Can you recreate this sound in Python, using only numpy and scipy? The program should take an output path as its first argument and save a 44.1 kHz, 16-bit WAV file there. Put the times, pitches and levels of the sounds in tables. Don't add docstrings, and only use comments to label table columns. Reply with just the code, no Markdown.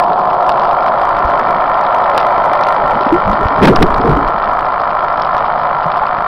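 import sys
import numpy as np
from scipy import signal
from scipy.fft import rfft, irfft, next_fast_len
from scipy.io import wavfile
from scipy.ndimage import uniform_filter1d, minimum_filter1d, map_coordinates

SR = 44100
rng = np.random.default_rng(int(sys.argv[2]) if len(sys.argv) > 2 else 0)


def invert_db(level):
    return 10 ** (np.asarray(level, dtype=float) / 20)


def file_out(sig):
    cols = np.atleast_2d(sig).T
    lim = np.clip(cols, -1, 1)
    pcm = np.round(lim * 32767).astype(np.int16)
    wavfile.write(sys.argv[1], SR, pcm)


N = 276507
TIME = np.arange(N) / SR

# start_s, peak_db, pitch_hz
NEAR_SNAPS = [(0.33, -21, 3100), (0.4943, -12.5, 3870), (0.5195, -15.5, 3000), (0.544, -31, 4300),
              (0.558, -25, 4200), (0.5, -15, 3000), (0.596, -17, 3300), (0.618, -17, 2880),
              (0.635, -22.5, 3280), (.654, -21, 2970), (.824, -19, 3400), (1.0905, -15, 3240),
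              (1.356, -27, 3000), (2.178, 2, 3070), (2.2022, -12, 3300), (2.636, -11.5, 3340),
              (3.0095, -12.5, 3100), (3.4845, -13.5, 3100), (3.6162, -23, 3100), (3.6358, -0.5, 3470),
              (3.6547, 5, 3150), (3.6725, -0.5, 3480), (3.687, -3, 2940), (3.7593, -5, 4220),
              (3.8266, 6.5, 3580), (4.8173, -24, 3500), (5.1282, -27, 4600), (5.197, -20, 4000),
              (5.2202, -12.5, 3750), (5.38, -19, 3150)]
# frequency_hz, density_db (per Hz)
FAR_CRACKLE = [(1500, -39.5), (2500, 27), (4000, 20.5), (5300, 18), (6300, -70)]
SNAP_T60_S, LOUD_RINGS_LONGER = 0.011, 0.18

# peak_s, surge_db, gurgle_db, half_length_s
SLOPS = [(1.24, -32, -41.5, 0.45), (3.137, -24, -12, .04), (3.295, -15.5, -24.5, .09),
         (3.414, -36, -15.5, 0.056), (3.649, -7, -8, 0.074), (3.7, -14.5, 2, 0.08), (3.822, -10, -8, 0.053),
         (3.932, -20, -26.5, 0.12), (4.004, -23, -18, 0.015), (4.075, -24.5, -13, 0.14),
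         (4.17, -27.5, -19.5, 0.094), (4.267, -26.5, -30, 0.067), (4.508, -30, -38.5, 0.12),
         (2.886, -32, -30, 0.11)]
# frequency_hz, density_db (per Hz)
SURGE_SPECTRUM = [(8, -4), (22, 0), (45, -6), (80, -10), (120, -40)]
# frequency_hz, density_db (per Hz)
GURGLE_SPECTRUM = [(60, -54), (100, -7), (200, -3), (330, -6), (450, -1), (750, -46), (1500, -40.5)]
# start_s, length_s, signed_size (full scale)
PUSHES = [
    (3.431, .013, .21),
    (3.753, .07, -.42),
    (3.828, 0.052, .33),
    (3.912, 0.067, -0.096),
    (3.968, .04, .1),
]
CALM_SURGE_DB, CALM_GURGLE_DB = (-38.5, -36.5), (-28.5, -33)
SWELL_DB = 1.2
FALL_DB, RELEASE = 23.5, 1.13

# start_s, peak_db, pitch_hz, t60_s
BUBBLES = [(1.248, -10, 53, 0.051), (3.007, -11.5, 361, 0.046), (3.064, -7, 246, 0.03),
           (3.123, 4.5, 319, 0.085), (3.251, -18.5, 92.5, 0.093), (3.273, -12.5, 189, 0.14),
           (3.327, -18, 209.6, 0.084), (3.41, -13, 392, 0.093), (3.455, -3, 72, 0.027),
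           (3.512, -19, 267, 0.097), (3.739, -11, 319, 0.068), (3.827, -11.5, 330, 0.083),
           (3.901, -17.5, 54.8, 0.041), (3.981, -17, 105, 0.037), (4.063, -4, 339.4, 0.019),
           (4.087, -10, 137, 0.14), (4.117, -10, 47.7, 0.15), (4.166, -9.5, 275, 0.071),
           (5.857, -14.5, 148.4, 0.069),
           (6.018, -7, 835, .09),
    (3.614, -2, 125, .07),
    (3.585, -13, 150, .05),
    (3.66, -4, 110, .06),
    (3.715, -5, 120, .06),
]

# start_s, length_s, level_db
SCRAPES = [
    (3.622, .04, 7.5),
    (3.668, 0.027, 6),
    (3.823, .011, 9),
]
# frequency_hz, density_db (per Hz)
RUBBING_SPECTRUM = [(90, -8), (200, 14.5), (450, 5.5), (800, 5.5), (1500, 0), (3000, -18), (5500, -31.5),
                    (7000, -48)]
# start_s, peak_db
HARD_KNOCKS = [(0.4929, 6), (2.178, 10.5), (3.7633, 9), (3.8218, 7.5), (5.178, -6), (5.367, -1.5), (2.38, -4),
               (3.332, 0), (3.789, -2), (3.942, -2), (5.347, -7), (6.186, -9.5), (6.223, -10.5)]
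# frequency_hz, level_db
KNOCK_MODES = [(800, -1), (1050, -0.5), (1600, -12)]

FIRING_HZ, CYLINDERS = 52.63, 8
# time_s, lag_ms
DRIFT = [(0, 5.9), (.3, 7.3), (.95, 7.95), (1.25, 7.6), (1.8, 6.55), (2.4, 7.0), (2.75, 8.2), (3.3, 9.25),
         (3.9, 9.55), (4.55, 10.9), (5.25, 9.95), (5.7, 10.45), (6, 11.4), (6.3, 11.75)]
# time_s, loudness_db, hidden_share (0-1, behind the swimmer)
LOUDNESS = [(0, 5, 0.9), (.25, 1, 0.52), (.5, 3, 0.4), (1.1, -1.5, 0.04), (1.6, -3, 0.03), (2.1, 0.5, .05),
            (2.6, 0.5, .01), (3.1, -0.1, 0.2), (3.5, -3.5, 0.02), (4.4, -5.5, .05), (5.1, -6, .1),
            (5.8, -4.5, 0.13), (6.27, -11.5, 0)]
# low_hz, high_hz, repeating_share (0-1), roughness (0-1), knock_gain_db
ENGINE_PARTS = [
    (430, 900, .35, .12, 1.5),
    (900, 1650, .25, .08, 4.5),
    (1650, 2700, .12, .08, 14),
    (2700, 6500, .05, .5, 4),
]
# level_db, loudness_following (dB per dB), hidden_loss_db
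PART_LEVELS = [
    (-10.5, 0.86, 6.6),
    (-14, 0.22, 10.5),
    (-21.5, 0.43, 20.5),
    (-36, 0.41, 6.5),
]
# delay_firings, hull_db, combustion_db, block_db, clatter_db
STROKES = [
    (0, -3, 9.5, 7, 8),
    (.14, 5, 5, 2, 3),
    (.69, 5, 1, -6, -6),
]
# firing_db, rebound_db, valve_thud_db
UNEVEN = [(-2, 0, 3), (2, 0, 3), (0, -20, 0), (1, -20, 1), (-2, 1, 0), (1, -1, -1), (1, 2, -4),
          (1, -20, -5)]
# multiple (of the firing rate), start_db, end_db
ORDERS = [(7, -31.5, -47), (2.82, -42.5, -37.5), (14, -36, -38)]
# frequency_hz, density_db (per Hz)
PATH = [(250, -45), (480, -18), (560, -11.5), (719, -9), (785, -6), (1040, -8), (1310, 1.5), (1560, -10),
        (2500, -30), (4820, -35), (5870, -49.5), (7630, -92.5), (12900, -120)]
# centre_hz, width_hz, facing_db, turned_away_db
RINGS = [(629, 138, 0.5, 1), (721, 32.8, -1.5, 13.5), (870, 39, -16, -11), (997.3, 114.5, 5.5, 10.5),
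         (1052, 30, -1.5, 7), (1354.5, 8.6, 4, 3.5), (1714, 17, -35.5, 12.5), (1826, 18, 9, -16.5),
         (2030, 75, 6, -20), (2300, 160, 9, 0.5), (3070, 260, 3.5, -8)]
# time_s, turned_away_share (0-1)
TURN = [(0, 0.53), (3, 0.01), (4.2, 0.39), (6.27, 0.3)]


def unit(x):
    return x / np.sqrt(np.mean(x ** 2) + 1e-20)


def curves(rows):
    seconds, *columns = np.transpose(rows)
    return [np.interp(TIME, seconds, column) for column in columns]


def wobble(rate_hz):
    knots = rng.standard_normal(int(N * rate_hz / SR) + 4)
    return map_coordinates(knots, [TIME * rate_hz])


def half_sine(start_s, length_s):
    return np.sin(np.pi * np.clip((TIME - start_s) / length_s, 0, 1))


def filtered(x, response):
    size = next_fast_len(N + SR // 4)
    return irfft(rfft(x, size) * response(np.fft.rfftfreq(size, 1 / SR)), size)[:N]


def coloured(x, points):
    corner_hz, db = np.transpose([(1, -120), *points, (SR, -120)])
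    return filtered(x, lambda hz: invert_db(np.interp(np.log(hz + 1), np.log(corner_hz + 1), db)))


def band(x, low_hz, high_hz):
    return filtered(x, lambda hz: ((1 + (low_hz / (hz + 1)) ** 12) * (1 + (hz / high_hz) ** 12)) ** -.5)


def snaps():
    out, t = np.zeros(N + SR), np.arange(SR // 20) / SR
    for start_s, db, pitch_hz in NEAR_SNAPS:
        t60_s = SNAP_T60_S * invert_db(LOUD_RINGS_LONGER * (db + 12))
        burst = invert_db(-60 * t / t60_s) * rng.standard_normal(len(t))
        crack = signal.lfilter(*signal.iirpeak(pitch_hz, 1.6, SR), burst)
        out[round(start_s * SR):][:len(t)] += invert_db(db) * crack / np.abs(crack).max()
    when, chance = rng.random((250, 2)).T
    far_db = -45.5 + np.minimum(-3.5 * np.log(1 - chance), 10)
    far = np.bincount((when * N).astype(int), invert_db(far_db), N)
    decay = invert_db(-60 / (.007 * SR))
    far = signal.lfilter([1], [1, -decay], far) * rng.standard_normal(N)
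    return out[:N] + coloured(far, FAR_CRACKLE)


def slosh():
    peak_s, surge_db, gurgle_db, half_s = np.transpose(SLOPS)[:, :, None]
    off_peak = (TIME - peak_s) / half_s
    shape_db = -FALL_DB * np.maximum(-off_peak, off_peak / RELEASE)
    surge = invert_db(np.linspace(*CALM_SURGE_DB, N)) + invert_db(surge_db + shape_db).sum(axis=0)
    gurgle = invert_db(np.linspace(*CALM_GURGLE_DB, N)) + invert_db(gurgle_db + shape_db).sum(axis=0)
    lumps_db = np.clip(8 + 4 * np.log10(gurgle), 1.5, 5)
    heave = unit(invert_db(SWELL_DB * wobble(1.6)) * coloured(rng.standard_normal(N), SURGE_SPECTRUM))
    lumps = unit(invert_db(lumps_db * wobble(40)) * coloured(rng.standard_normal(N), GURGLE_SPECTRUM))
    pushes = sum(size * half_sine(start_s, length_s) for start_s, length_s, size in PUSHES)
    return surge * heave + gurgle * lumps + pushes


def bubbles():
    out, t = np.zeros(N + SR), np.arange(SR // 4) / SR
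    for start_s, db, pitch_hz, t60_s in BUBBLES:
        swell = (1 - np.exp(-t / 0.0011)) * invert_db(db - 60 * (t / t60_s) ** 1.8)
        cycles = pitch_hz * t * (1 + 0.14 * t / t60_s)
        out[round(start_s * SR):][:len(t)] += swell * np.sin(2 * np.pi * cycles)
    return out[:N]


def scrapes():
    stroke = sum(invert_db(db) * half_sine(start_s, length_s) ** .5 for start_s, length_s, db in SCRAPES)
    return stroke * unit(invert_db(1.2 * wobble(280)) * coloured(rng.standard_normal(N), RUBBING_SPECTRUM))


def hard_knocks():
    out, t = np.zeros(N + SR), np.arange(SR // 20) / SR
    shell = sum(invert_db(db) * np.sin(2 * np.pi * mode_hz * t) for mode_hz, db in KNOCK_MODES)
    for start_s, db in HARD_KNOCKS:
        out[round(start_s * SR):][:len(t)] += invert_db(db - 60 * (t / 0.0063) ** 2) * shell
    return out[:N]


def crank():
    lag_ms = curves(DRIFT)[0]
    return FIRING_HZ * (TIME - lag_ms / 1000)


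def cyclic_noise(firings):
    size = round(CYLINDERS * SR / FIRING_HZ)
    where = firings / CYLINDERS % 1 * size
    first, second = (map_coordinates(rng.standard_normal(size), [where], mode="grid-wrap") for _ in range(2))
    turn = 0.43 * TIME + 0.042 * wobble(1.8)
    return unit(np.cos(turn) * first + np.sin(turn) * second)


def knock_times(firings, place):
    cycle = np.arange(-1, firings[-1] // CYLINDERS + 1)[:, None]
    jitter = 1.6e-4 * SR * rng.standard_normal((len(cycle), len(place)))
    at = np.interp(cycle * CYLINDERS + place, firings, np.arange(N)) + jitter
    return np.clip(at, 0, N - 1).astype(int)


def rung(x):
    centre, width, *ring_db = np.transpose(RINGS)[:, :, None]

    def ringing(db):
        def response(hz):
            damping = 1j * hz * width
            return 1 + np.sum(invert_db(db) * damping / (centre * centre - hz * hz + damping), axis=0)
        return filtered(x, response)

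    facing, away = (ringing(db) for db in ring_db)
    turned = np.clip(curves(TURN)[0], 0, 1)
    return (1 - turned) * facing + turned * away


def engine():
    firings = crank()
    delay, *stroke_db = np.transpose(STROKES)
    place = (np.arange(CYLINDERS)[:, None] + delay).ravel()
    at = knock_times(firings, place)
    scatter_db = 2.1 * rng.standard_normal(at.shape)
    loud_db, hidden = curves(LOUDNESS)
    inside = np.arange(N) % (N - 1) > 0
    total = 0
    for part, levels, part_db in zip(ENGINE_PARTS, PART_LEVELS, stroke_db):
        low_hz, high_hz, repeat, rough, gain_db = part
        base_db, follows, loss_db = levels
        level_db = base_db + follows * loud_db - loss_db * hidden
        repeat, rough = np.clip([repeat, rough], 0, 1)
        knock_db = (part_db + np.array(UNEVEN)).ravel() + scatter_db + gain_db
        blows = np.bincount(at.ravel(), invert_db(knock_db).ravel(), N) * inside
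        sharp = blows * np.sqrt(SR / (high_hz - low_hz))
        decay = invert_db(-60 / (.02 * SR))
        rattle = signal.lfilter([1], [1, -decay], blows) * rng.standard_normal(N)
        drone = np.sqrt(repeat) * cyclic_noise(firings) + np.sqrt(1 - repeat) * rng.standard_normal(N)
        source = np.sqrt(1 - rough) * sharp + np.sqrt(rough) * rattle + drone * invert_db(0.13 * wobble(12))
        total = total + invert_db(level_db - 6.0) * unit(band(coloured(source, PATH), low_hz, high_hz))
    total = rung(total)
    for multiple, start_db, end_db in ORDERS:
        order_db = np.linspace(start_db, end_db, N) + 0.72 * wobble(6.3)
        phase = 2 * np.pi * multiple * firings + .8 * wobble(12)
        total = total + invert_db(order_db) * np.sin(phase)
    return total


def scene():
    return (snaps() + slosh() + bubbles() + scrapes() + hard_knocks() + engine())[None]


def band_limit(x):
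    return signal.sosfilt(signal.butter(12, 15900, fs=SR, output="sos"), x)


def record(dry):
    voiced = band(dry[0], low_hz=280, high_hz=6500)
    envelope = np.abs(signal.hilbert(voiced, next_fast_len(N))[:N])
    needed = np.clip(.715 / (envelope + 1e-9), invert_db(-6), 1)
    gain = uniform_filter1d(minimum_filter1d(needed, size=45), size=45)
    dull = filtered(gain * dry[0], lambda hz: (1 + (hz / 5600) ** 24) ** -.5)
    clipped = np.clip(dull - .004, -.705, .715)
    clipped = filtered(clipped, lambda hz: 1 - .5 * np.exp(-((hz - 7000) / 1200) ** 2))
    clipped = clipped * np.clip((N / SR - TIME) / .004, 0, 1)
    hiss = invert_db(-104.5) * rng.standard_normal((1, N))
    return band_limit(clipped[None] + hiss)


dry = scene()
out = record(dry)
file_out(out)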